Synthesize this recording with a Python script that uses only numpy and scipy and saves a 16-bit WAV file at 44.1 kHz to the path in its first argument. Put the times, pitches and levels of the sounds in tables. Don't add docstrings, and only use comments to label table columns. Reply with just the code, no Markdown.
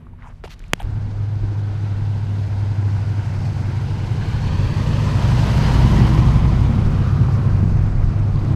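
import sys
import numpy as np
from scipy import signal
from scipy.io import wavfile

SR = 44100
rng = np.random.default_rng(int(sys.argv[2]) if len(sys.argv) > 2 else 0)


def generate_wav(signal):
    frames = np.transpose(np.atleast_2d(signal))
    scaled = np.clip(frames, -1, 1) * 32767
    pcm = np.round(scaled).astype(np.int16)
    wavfile.write(sys.argv[1], SR, pcm)


N = 377055
TIME = np.arange(N) / SR

# f/Hz, density/dB per Hz
STILL_SPECTRUM = [(15, -36), (25, 9.5), (93, -1), (172, -9), (271, -23), (350, -21.5), (450, -26),
                  (1090, -30.5), (2020, -37), (2240, -37), (4870, -54), (7500, -59), (12400, -57),
                  (15000, -81)]
# t/s, level/dB
STILL_LEVEL = [(0, -36), (.2, -39), (.42, -38.5), (.49, -33), (.53, -38.5), (.65, -34.5), (.82, -33)]
# f/Hz, level at t=0/dB, slope/(dB/s)
HUM = [(92.5, -43, -2), (123, -50, -12), (158.5, -46.5, -10), (228, -51, -26), (244, -50, -26),
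       (345, -58.5, -40)]
# t/s, level before decay and swell/dB, f/Hz, swings to -60 dB
TICKS = [(0.068, -33, 1120, 12), (0.134, -39, 930, 24), (.189, -39, 1160, 12), (.223, -30, 1980, 15),
         (.231, -37, 1100, 8), (.244, -31, 950, 10), (.252, -34, 1400, 9), (.264, -35, 1000, 14),
         (.273, -39, 2600, 8), (.288, -42, 2200, 8), (.258, -34, 900, 15), (0.271, -29, 940, 17),
         (.288, -34, 900, 9), (.301, -35, 720, 7), (.311, -41, 1300, 4), (.325, -40, 1100, 9),
         (0.439, -15.5, 1300, 2.5), (0.441, -19, 430, 9), (.442, -30, 1500, 4), (.45, -33, 2400, 10),
         (.447, -30, 790, 28), (.453, -31, 1050, 14), (0.456, -24.5, 620, 8), (.476, -29, 890, 15),
         (.539, -33, 6500, 6), (.546, -37, 5000, 4), (0.594, -26, 6000, 4), (.594, -38, 2500, 3),
         (0.604, -31, 1700, 6), (.624, -40, 1900, 11), (.64, -30, 2400, 12), (.6405, -41, 7000, 7),
         (.682, -36, 6800, 7), (.712, -46, 2600, 9), (.76, -39, 2800, 15), (0.779, -36, 815, 17),
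         (.799, -28, 905, 15), (0.801, -26, 3200, 23), (0.802, -20.5, 770, 19), (.805, -28, 1500, 14),
         (.817, -35, 1900, 9), (.804, -34, 3100, 20), (.816, -26, 775, 30), (7.286, -15, 904, 4),
         (7.286, -28, 2200, 5), (8.359, -27, 4200, 15), (8.359, -50, 7800, 2), (8.45, -30, 1990, 15),
         (8.45, -32, 6000, 9)]
TICK_RISE = 0.072
# start/s, end/s, level/dB, centre f/Hz, width/octaves, swell exponent (small = sudden start)
RUBS = [(0.173, 0.337, -50, 1020, 1.7, 1.15), (0.21, 0.297, -62, 4460, 1.4, 3.8),
        (.3, 0.43, -69, 2800, 2.2, 0.97), (0.439, 0.467, -41, 1100, 3.4, 0.63),
        (0.453, 0.475, -60, 5500, 2.2, .4), (0.47, 0.486, -50, 2000, 2, .8),
        (0.489, 0.544, -43, 2000, 2.5, 1.45), (.495, .542, -56, 7400, 2.1, 1.2),
        (0.517, 0.762, -60, 2140, 2, 0.92), (0.743, 0.807, -57, 1500, 3.1, 1.2),
        (0.791, 0.84, -44, 2160, 1.1, 0.71), (0.798, 0.824, -52, 6500, 1.7, .6)]
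SNAP_S, SNAP_HALF_S, SNAP_DB = .73422, .00023, 8
# f/Hz, level/dB, t60/s, first swing (1 push, -1 pull)
SNAP_RINGS = [(3400, -14, .0075, -1), (450, -0.7, .0028, 1), (150, -3, .014, -1), (4050, -23, .008, -1),
              (4760, -14.5, .006, -1), (9340, -15.5, .003, -1)]
CUT_S, RESTART_S, FADE_S = .8215, .8295, .006
SAG = -.045

# t/s, firing rate/Hz
SPEED = [(.83, 102.7), (1.35, 102), (2.1, 101.1), (2.85, 100), (3.35, 97.6), (3.6, 95.3), (4.1, 92.8),
         (4.4, 92), (4.9, 91.8), (5.4, 92.7), (6, 93.6), (6.4, 93), (7.1, 94.5), (7.6, 96.9), (8.55, 102)]
# t/s, firing note level/dB, low bank burble level/dB, uneven cylinders level/dB
ENGINE = [(.83, -25, -33, -38), (1.6, -21, -47.5, -43.5), (2.35, -21, -39, -40), (2.85, -18.5, -41, -37),
          (3.3, -23, -46, -33.5), (4.1, -26.5, -53, -32.5), (4.35, -29.5, -38, -33), (4.6, -22, -45, -26),
          (4.9, -34, -25, -40), (5.15, -19, -30, -34), (5.35, -28.5, -19, -32), (5.6, -25.5, -25, -38),
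          (5.85, -24, -15, -35), (6.1, -28, -19, -22), (6.35, -33, -18, -26.5), (6.6, -19, -18, -34),
          (6.85, -19.5, -24, -37), (7.1, -19.5, -24.5, -22.5), (7.35, -20, -29, -30.5),
          (7.6, -16.5, -41, -24.5), (7.9, -21, -38, -31), (8.35, -20, -39.5, -30.5),
          (8.55, -21.5, -49, -30)]
# t/s, ninth multiple level/dB, high burble level/dB, side burble level/dB
BURBLE = [(.83, -39.5, -44, -53), (1.75, -42, -40, -56), (2.25, -47, -36, -44), (2.75, -29, -36, -50),
          (3.25, -29.5, -37, -39), (3.75, -29, -29.5, -42), (4.25, -27.5, -31.5, -32),
          (4.75, -24, -31, -28.5), (5.25, -24, -28, -25.5), (5.75, -27, -22.5, -23),
          (6.25, -25, -20.5, -23), (6.75, -30, -24, -27), (7.25, -31, -22, -32),
          (7.75, -32.5, -29.5, -30.5), (8.25, -34, -31, -45), (8.55, -34, -20, -41)]
FIRING = {8: 0.0, 16: -54.5, 24: -33.5}
LOW_BURBLE = {5: 0.0, 3: -8.5}
UNEVEN = {10: 0.0, 12: -3.3, 4: -14, 6: -3, 7: -9.5, 14: -9.5, 16: -13, 18: -15.5}
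NINTH = {9: 0.0}
HIGH_BURBLE = {11: 0.0, 15: -13, 19: -17.5}
SIDE_BURBLE = {13: 0.0, 17: -8, 21: -16.5}
# t/s, low pipe level/dB, high pipe level/dB
BARK = [(.83, -48, -53), (1.3, -49, -53), (1.5, -45, -41.5), (1.7, -43, -48.5), (3.5, -42.5, -48.5),
        (4.2, -44, -41.5), (4.65, -32.5, -54), (5.2, -32.5, -43), (5.5, -27.5, -59), (5.85, -25, -38),
        (6.0, -21, -27.5), (6.18, -27.5, -28.5), (6.3, -25, -42), (6.55, -30, -41), (6.69, -22.5, -59),
        (6.8, -29.5, -37), (7.1, -31, -46.5), (7.65, -33, -39), (7.9, -37, -45), (8.3, -36.5, -44),
        (8.45, -41, -35.5), (8.55, -31, -32.5)]
# low edge f/Hz, high edge f/Hz
PIPES = [(170, 255), (275, 345)]
CYLINDERS_DB = [1, -16.5, 2, 2, -6, -4.5, -2, -10]
FIRING_SPREAD_DB, FIRING_JITTER_S = 3, .0012

# t/s, distance/m
DISTANCE = [(.83, 39), (1.6, 31.3), (2.5, 24.5), (3.3, 19), (4, 17), (4.6, 12.4), (5.1, 8.7), (5.45, 5.7),
            (5.75, 5.1), (6.1, 5.66), (6.5, 8.8), (6.9, 10.9), (7.4, 13.2), (7.9, 16.6), (8.2, 17.8),
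            (8.55, 15.3)]
REFERENCE_M, SIDE_ON_S, TURN_S = 5.05, 6.08, 0.69
# level at REFERENCE_M side-on/dB, share of 1/r loss, front-to-rear change/dB
RUMBLE_LAW = (-17, 0.77, 3.7)
# level at REFERENCE_M side-on/dB, share of 1/r loss, front-to-rear change/dB
TYRE_LAW = (-27.5, 0.86, 2.8)
# level at REFERENCE_M side-on/dB, share of 1/r loss, front-to-rear change/dB
HISS_LAW = (-41.5, 1.076, -3.5)
TREBLE_LOSS = (0.5, 0.066, 2.94)
HISS_LOSS_DB_PER_KHZ_M = .01
# f/Hz, density/dB per Hz
RUMBLE_SPECTRUM = [(40, -15.5), (70, -1), (88, -6), (105, 6), (125, -0.5), (150, -1), (180, -12),
                   (230, -11.5), (330, -18), (500, -29), (800, -31)]
# f/Hz, density/dB per Hz
TYRE_SPECTRUM = [(200, -26), (400, -0.5), (600, 1.5), (950, -2), (1160, -4.5), (1500, -4), (1800, -8),
                 (2200, -9.5), (3000, -9), (3600, -14), (5500, -23.5), (7500, -32), (11200, -53.5),
                 (15500, -48.5)]
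# f/Hz, density/dB per Hz
HISS_SPECTRUM = [(3300, -6.5), (4200, -1.5), (5200, -8), (6500, -9.5), (8500, -18), (12000, -23)]
# t/s, f/Hz, depth/dB
HOLLOW = [(.83, 3040, 5), (2.3, 2970, 2.5), (2.9, 3200, 6.5), (3.6, 3240, 7.5), (4.1, 3300, 2.5),
          (4.6, 3770, 1.5), (5.2, 3430, 2.5), (6.8, 3500, 1), (7.9, 3140, 6.5), (8.55, 3100, 2.5)]
HOLLOW_OCTAVES = 0.28
# t/s, lag/ms, level re direct/dB
BANK_ECHO = [(.83, 1.47, -15), (1.8, 1.47, -13), (2.7, 1.47, -10), (3.5, 1.5, -14), (4.1, 1.45, -6),
             (4.6, 1.27, -4), (5.05, 1.15, -6), (5.4, 1.1, -25), (8.55, 1.1, -40)]
# t/s, lag/ms, level re direct/dB
ROAD_ECHO = [(.83, .9, -40), (5.4, .9, -25), (5.8, .84, -12), (6.3, .8, -7), (6.7, .72, -11),
             (7.1, .62, -10), (7.6, .65, -16), (8.55, .7, -16)]
ECHO_CUT_HZ = 1500
# t/s, f/Hz, level/dB
SONG = [(.83, 916, -59), (2.7, 931, -63.5), (3.9, 880, -67), (4.3, 850, -50), (4.66, 931, -52),
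        (5.15, 986, -39), (5.45, 922, -40), (5.7, 952.3, -34), (5.9, 966, -36.5), (6.1, 1000, -37),
        (6.3, 1011, -41), (6.7, 987, -45), (6.9, 1044, -58), (7.05, 1227, -44), (7.4, 1085, -44),
        (7.7, 1000, -54), (8.2, 1080, -54), (8.55, 1036, -44)]
# middle t/s, level/dB, half-width at 1/e/s
GUSTS = [(.83, -29, 0.17), (1.17, -37, 0.044), (1.45, -28, 0.043), (2.06, -39, 0.036), (4.53, -27, 0.17),
         (4.899, -29, 0.11), (6.45, -33, 0.15), (6.871, -19.5, 0.058), (7.5, -28.5, 0.11),
         (7.85, -18, 0.28), (8.064, -14.5, 0.027), (8.39, -29, 0.092)]
WIND_LOW_HZ, WIND_HIGH_HZ = 19, 50.3
BREEZE_DB, BREEZE_LUMPS_DB = -38.5, 3.5
# t/s, f/Hz, level/dB
WHINE = [(3.9, 4200, -75), (4.2, 4230, -58), (4.4, 4300, -52), (4.75, 4550, -50), (4.9, 4450, -55),
         (5.1, 4380, -54), (5.25, 4380, -56), (5.4, 4100, -52), (5.5, 4200, -56), (5.64, 4200, -50),
         (5.76, 4200, -47), (5.82, 4180, -58), (6.0, 4150, -85)]
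SONG_BLUR_HZ, WHINE_BLUR_HZ = 74, 90
# start/s, end/s, from f/Hz, to f/Hz, level/dB
SWISHES = [(5.4, 5.62, 620, 700, -42), (5.56, 5.76, 1580, 1720, -42), (5.59, 5.7, 4700, 4950, -45),
           (5.85, 6.15, 1900, 2000, -45), (6.7, 7.1, 1350, 1280, -50)]
CUTOFF_HZ = 15700


def from_db(db):
    return np.exp(np.asarray(db) * (np.log(10) / 20))


def rms_one(x):
    return x / np.sqrt(np.mean(x ** 2) + 1e-20)


def in_time(rows):
    s, *columns = np.transpose(rows)
    return [np.interp(TIME, s, c) for c in columns]


def progress(t, start_s, end_s):
    return np.clip((t - start_s) / (end_s - start_s), 0, 1)


def band_sos(order, edges_hz):
    return signal.butter(order, edges_hz, "band", fs=SR, output="sos")


def drift(rate_hz, size=N):
    r = np.exp(-80 * np.pi * rate_hz / SR)
    noise = rng.standard_normal(N // 40 + 2002)
    slow = signal.lfilter([1], [1, -2 * r, r * r], noise)[2000:]
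    return np.interp(np.arange(size) / 40, np.arange(len(slow)), rms_one(slow))


def ring(at_s, hz, level_db, t60_s, rise=0):
    out, start = np.zeros(N), round(at_s * SR)
    t = np.arange(min(int(1.5 * t60_s * SR), N - start)) / SR
    swell = np.clip(t / (rise * t60_s + 1e-9), 0, 1)
    decay = from_db(level_db - 60 * t / t60_s)
    out[start:start + len(t)] = swell * decay * np.sin(2 * np.pi * hz * t)
    return out


def banded_noise(spectrum, patchy_db, loss_db_per_khz=0, hollow=(1000, 0), size=N):
    hz_points, db_points = np.transpose(spectrum)
    octaves = np.log2(hz_points[-1] / hz_points[0])
    edges = hz_points[0] * 2 ** np.arange(0, octaves + .3, 1 / 3)
    white = rng.standard_normal((2, size))
    together, out, power = drift(32.0, size), 0, 0
    hollow_hz, hollow_db = hollow
    for k, edge_pair in enumerate(zip(edges, edges[1:])):
        hz = np.sqrt(edge_pair[0] * edge_pair[1])
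        level_db = np.interp(np.log(hz), np.log(hz_points), db_points)
        band = signal.sosfilt(band_sos(2, edge_pair), white[k % 2])
        power += from_db(2 * level_db) * np.mean(band ** 2)
        flicker = together + .6 * drift(4.3, size) + drift(43, size)
        dip_db = hollow_db * np.exp(-(np.log2(hz / hollow_hz) / HOLLOW_OCTAVES) ** 2)
        loss_db = dip_db + loss_db_per_khz * hz / 1000
        out = out + band * from_db(level_db - loss_db + patchy_db * flicker)
    return out / np.sqrt(power)


def narrow_hiss(hz, level_db, blur_hz):
    turns = 2 * np.pi * np.cumsum(hz) / SR
    return from_db(level_db) * (drift(blur_hz) * np.sin(turns) + drift(blur_hz) * np.cos(turns))


def stillness():
    t, hum = TIME[:SR], 0
    for hz, db, slope in HUM:
        level = from_db(db + slope * t + 2.5 * drift(3, SR))
        hum = hum + level * np.sin(2 * np.pi * hz * t + .5 * drift(3, SR))
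    level = from_db(in_time(STILL_LEVEL)[0][:SR])
    background = level * banded_noise(STILL_SPECTRUM, patchy_db=.5, size=SR)
    return np.pad(background + hum, (0, N - SR))


def ticks():
    return sum(ring(s, hz, db, swings / hz, TICK_RISE) for s, db, hz, swings in TICKS)


def rubs():
    out = np.zeros(N)
    grains = rng.standard_normal(SR) * from_db(1.6 * drift(300)[:SR])
    for start, end, db, hz, octaves, swell in RUBS:
        edges = np.clip([hz * 2 ** (-octaves / 2), hz * 2 ** (octaves / 2)], 20, .45 * SR)
        band = rms_one(signal.sosfilt(band_sos(2, edges), grains))
        share = progress(TIME[:SR], start, end)
        out[:SR] += from_db(db) * band * np.abs(np.sin(np.pi * share ** swell)) ** 0.65
    return out


def snap():
    halves = np.clip((TIME - SNAP_S) / SNAP_HALF_S, 0, 2)
    pulse = -from_db(SNAP_DB) * np.sin(np.pi * halves)
    end_s = SNAP_S + 2 * SNAP_HALF_S
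    return pulse + sum(sign * ring(end_s, hz, db, t60) for hz, db, t60, sign in SNAP_RINGS)


def engine():
    firings_hz = in_time(SPEED)[0]
    cycles, out = np.cumsum(firings_hz / 8) / SR, 0
    # family, level waver/dB, phase waver/rad; order follows the ENGINE and BURBLE columns
    families = ((FIRING, .7, .2), (LOW_BURBLE, 1.2, .25), (UNEVEN, 1.6, .4),
                (NINTH, 1.6, .5), (HIGH_BURBLE, 2, .4), (SIDE_BURBLE, 1.5, .3))
    levels_db = in_time(ENGINE) + in_time(BURBLE)
    for (family, waver_db, waver_rad), level_db in zip(families, levels_db):
        for multiple, own_db in family.items():
            phase = 2 * np.pi * (multiple * cycles + rng.random()) + waver_rad * drift(6.7)
            level = from_db(level_db + own_db + waver_db * drift(3.6))
            out = out + np.sqrt(2) * level * np.sin(phase)
    return out


def bark():
    count = np.cumsum(in_time(SPEED)[0]) / SR
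    at = np.flatnonzero(np.diff(np.floor(count)))
    late, strong = rng.standard_normal((len(at), 2)).T
    at = np.clip(at + (FIRING_JITTER_S * SR * late).astype(int), 0, N - 1)
    pulses = np.full(N, 1e-18)
    pulses[at] = from_db(np.resize(CYLINDERS_DB, len(at)) + FIRING_SPREAD_DB * strong)
    out = 0
    for edges, level_db in zip(PIPES, in_time(BARK)):
        resonance = band_sos(1, edges).repeat(2, axis=0)
        out = out + from_db(level_db) * rms_one(signal.sosfilt(resonance, pulses))
    return out


def passing():
    return in_time(DISTANCE)[0], np.tanh((TIME - SIDE_ON_S) / TURN_S) / 2


def pass_gain(law):
    side_on_db, share, rear_db = law
    metres, view = passing()
    return from_db(side_on_db - share * 20 * np.log10(metres / REFERENCE_M) + rear_db * view)


def rumble():
    return pass_gain(RUMBLE_LAW) * banded_noise(RUMBLE_SPECTRUM, patchy_db=0.63)


def echo(x, rows):
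    lag_ms, level_db = in_time(rows)
    late = np.interp(TIME - lag_ms / 1000, TIME, x)
    return from_db(level_db) * signal.lfilter(*signal.butter(2, ECHO_CUT_HZ, fs=SR), late)


def tyre_roar():
    metres, view = passing()
    beyond_m = metres - REFERENCE_M
    tyre_loss = TREBLE_LOSS[0] + TREBLE_LOSS[1] * beyond_m + TREBLE_LOSS[2] * view
    hiss_loss = HISS_LOSS_DB_PER_KHZ_M * beyond_m
    hollow = in_time(HOLLOW)
    roar = pass_gain(TYRE_LAW) * banded_noise(TYRE_SPECTRUM, 0.73, tyre_loss, hollow)
    hiss = pass_gain(HISS_LAW) * banded_noise(HISS_SPECTRUM, 1.0, hiss_loss, hollow)
    direct = roar + hiss
    return direct - echo(direct, BANK_ECHO) + echo(direct, ROAD_ECHO)


def tread_song():
    return narrow_hiss(*in_time(SONG), SONG_BLUR_HZ) * from_db(1.5 * drift(25))


def wind():
    noise = rng.standard_normal(N)
    swings = rms_one(signal.sosfilt(band_sos(3, [WIND_LOW_HZ, WIND_HIGH_HZ]), noise))
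    s = np.arange(0, N / SR + .002, .001)
    curve = sum(from_db(db) * np.exp(-((s - mid_s) / half_s) ** 2) for mid_s, db, half_s in GUSTS)
    breeze = from_db(BREEZE_DB + BREEZE_LUMPS_DB * drift(2.9))
    return (np.interp(TIME, s, curve) + breeze) * from_db(2.0 * drift(23)) * swings


def whine():
    return narrow_hiss(*in_time(WHINE), WHINE_BLUR_HZ)


def swishes():
    out = 0
    for start, end, from_hz, to_hz, db in SWISHES:
        share = progress(TIME, start, end)
        hz = from_hz + (to_hz - from_hz) * share
        out = out + np.sin(np.pi * share) * narrow_hiss(hz, db, WHINE_BLUR_HZ)
    return out


def scene():
    before, after = TIME < CUT_S, TIME >= RESTART_S
    sounding = before | after
    gap = SAG * (TIME - CUT_S) / (RESTART_S - CUT_S) * ~sounding
    touches = (ticks() + rubs() + snap()) * sounding
    fade = after * np.clip(np.minimum(N / SR - TIME, TIME - RESTART_S) / FADE_S, 0, 1)
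    truck = engine() + bark() + rumble() + tyre_roar() + tread_song() + whine() + swishes()
    return (before * stillness() + gap + touches + fade * (truck + wind()))[None]


def record(dry):
    low_pass = signal.cheby2(16, 80, CUTOFF_HZ, fs=SR, output="sos")
    return signal.sosfilt(low_pass, np.clip(dry, -.97, .97))


dry = scene()
out = record(dry)
generate_wav(out)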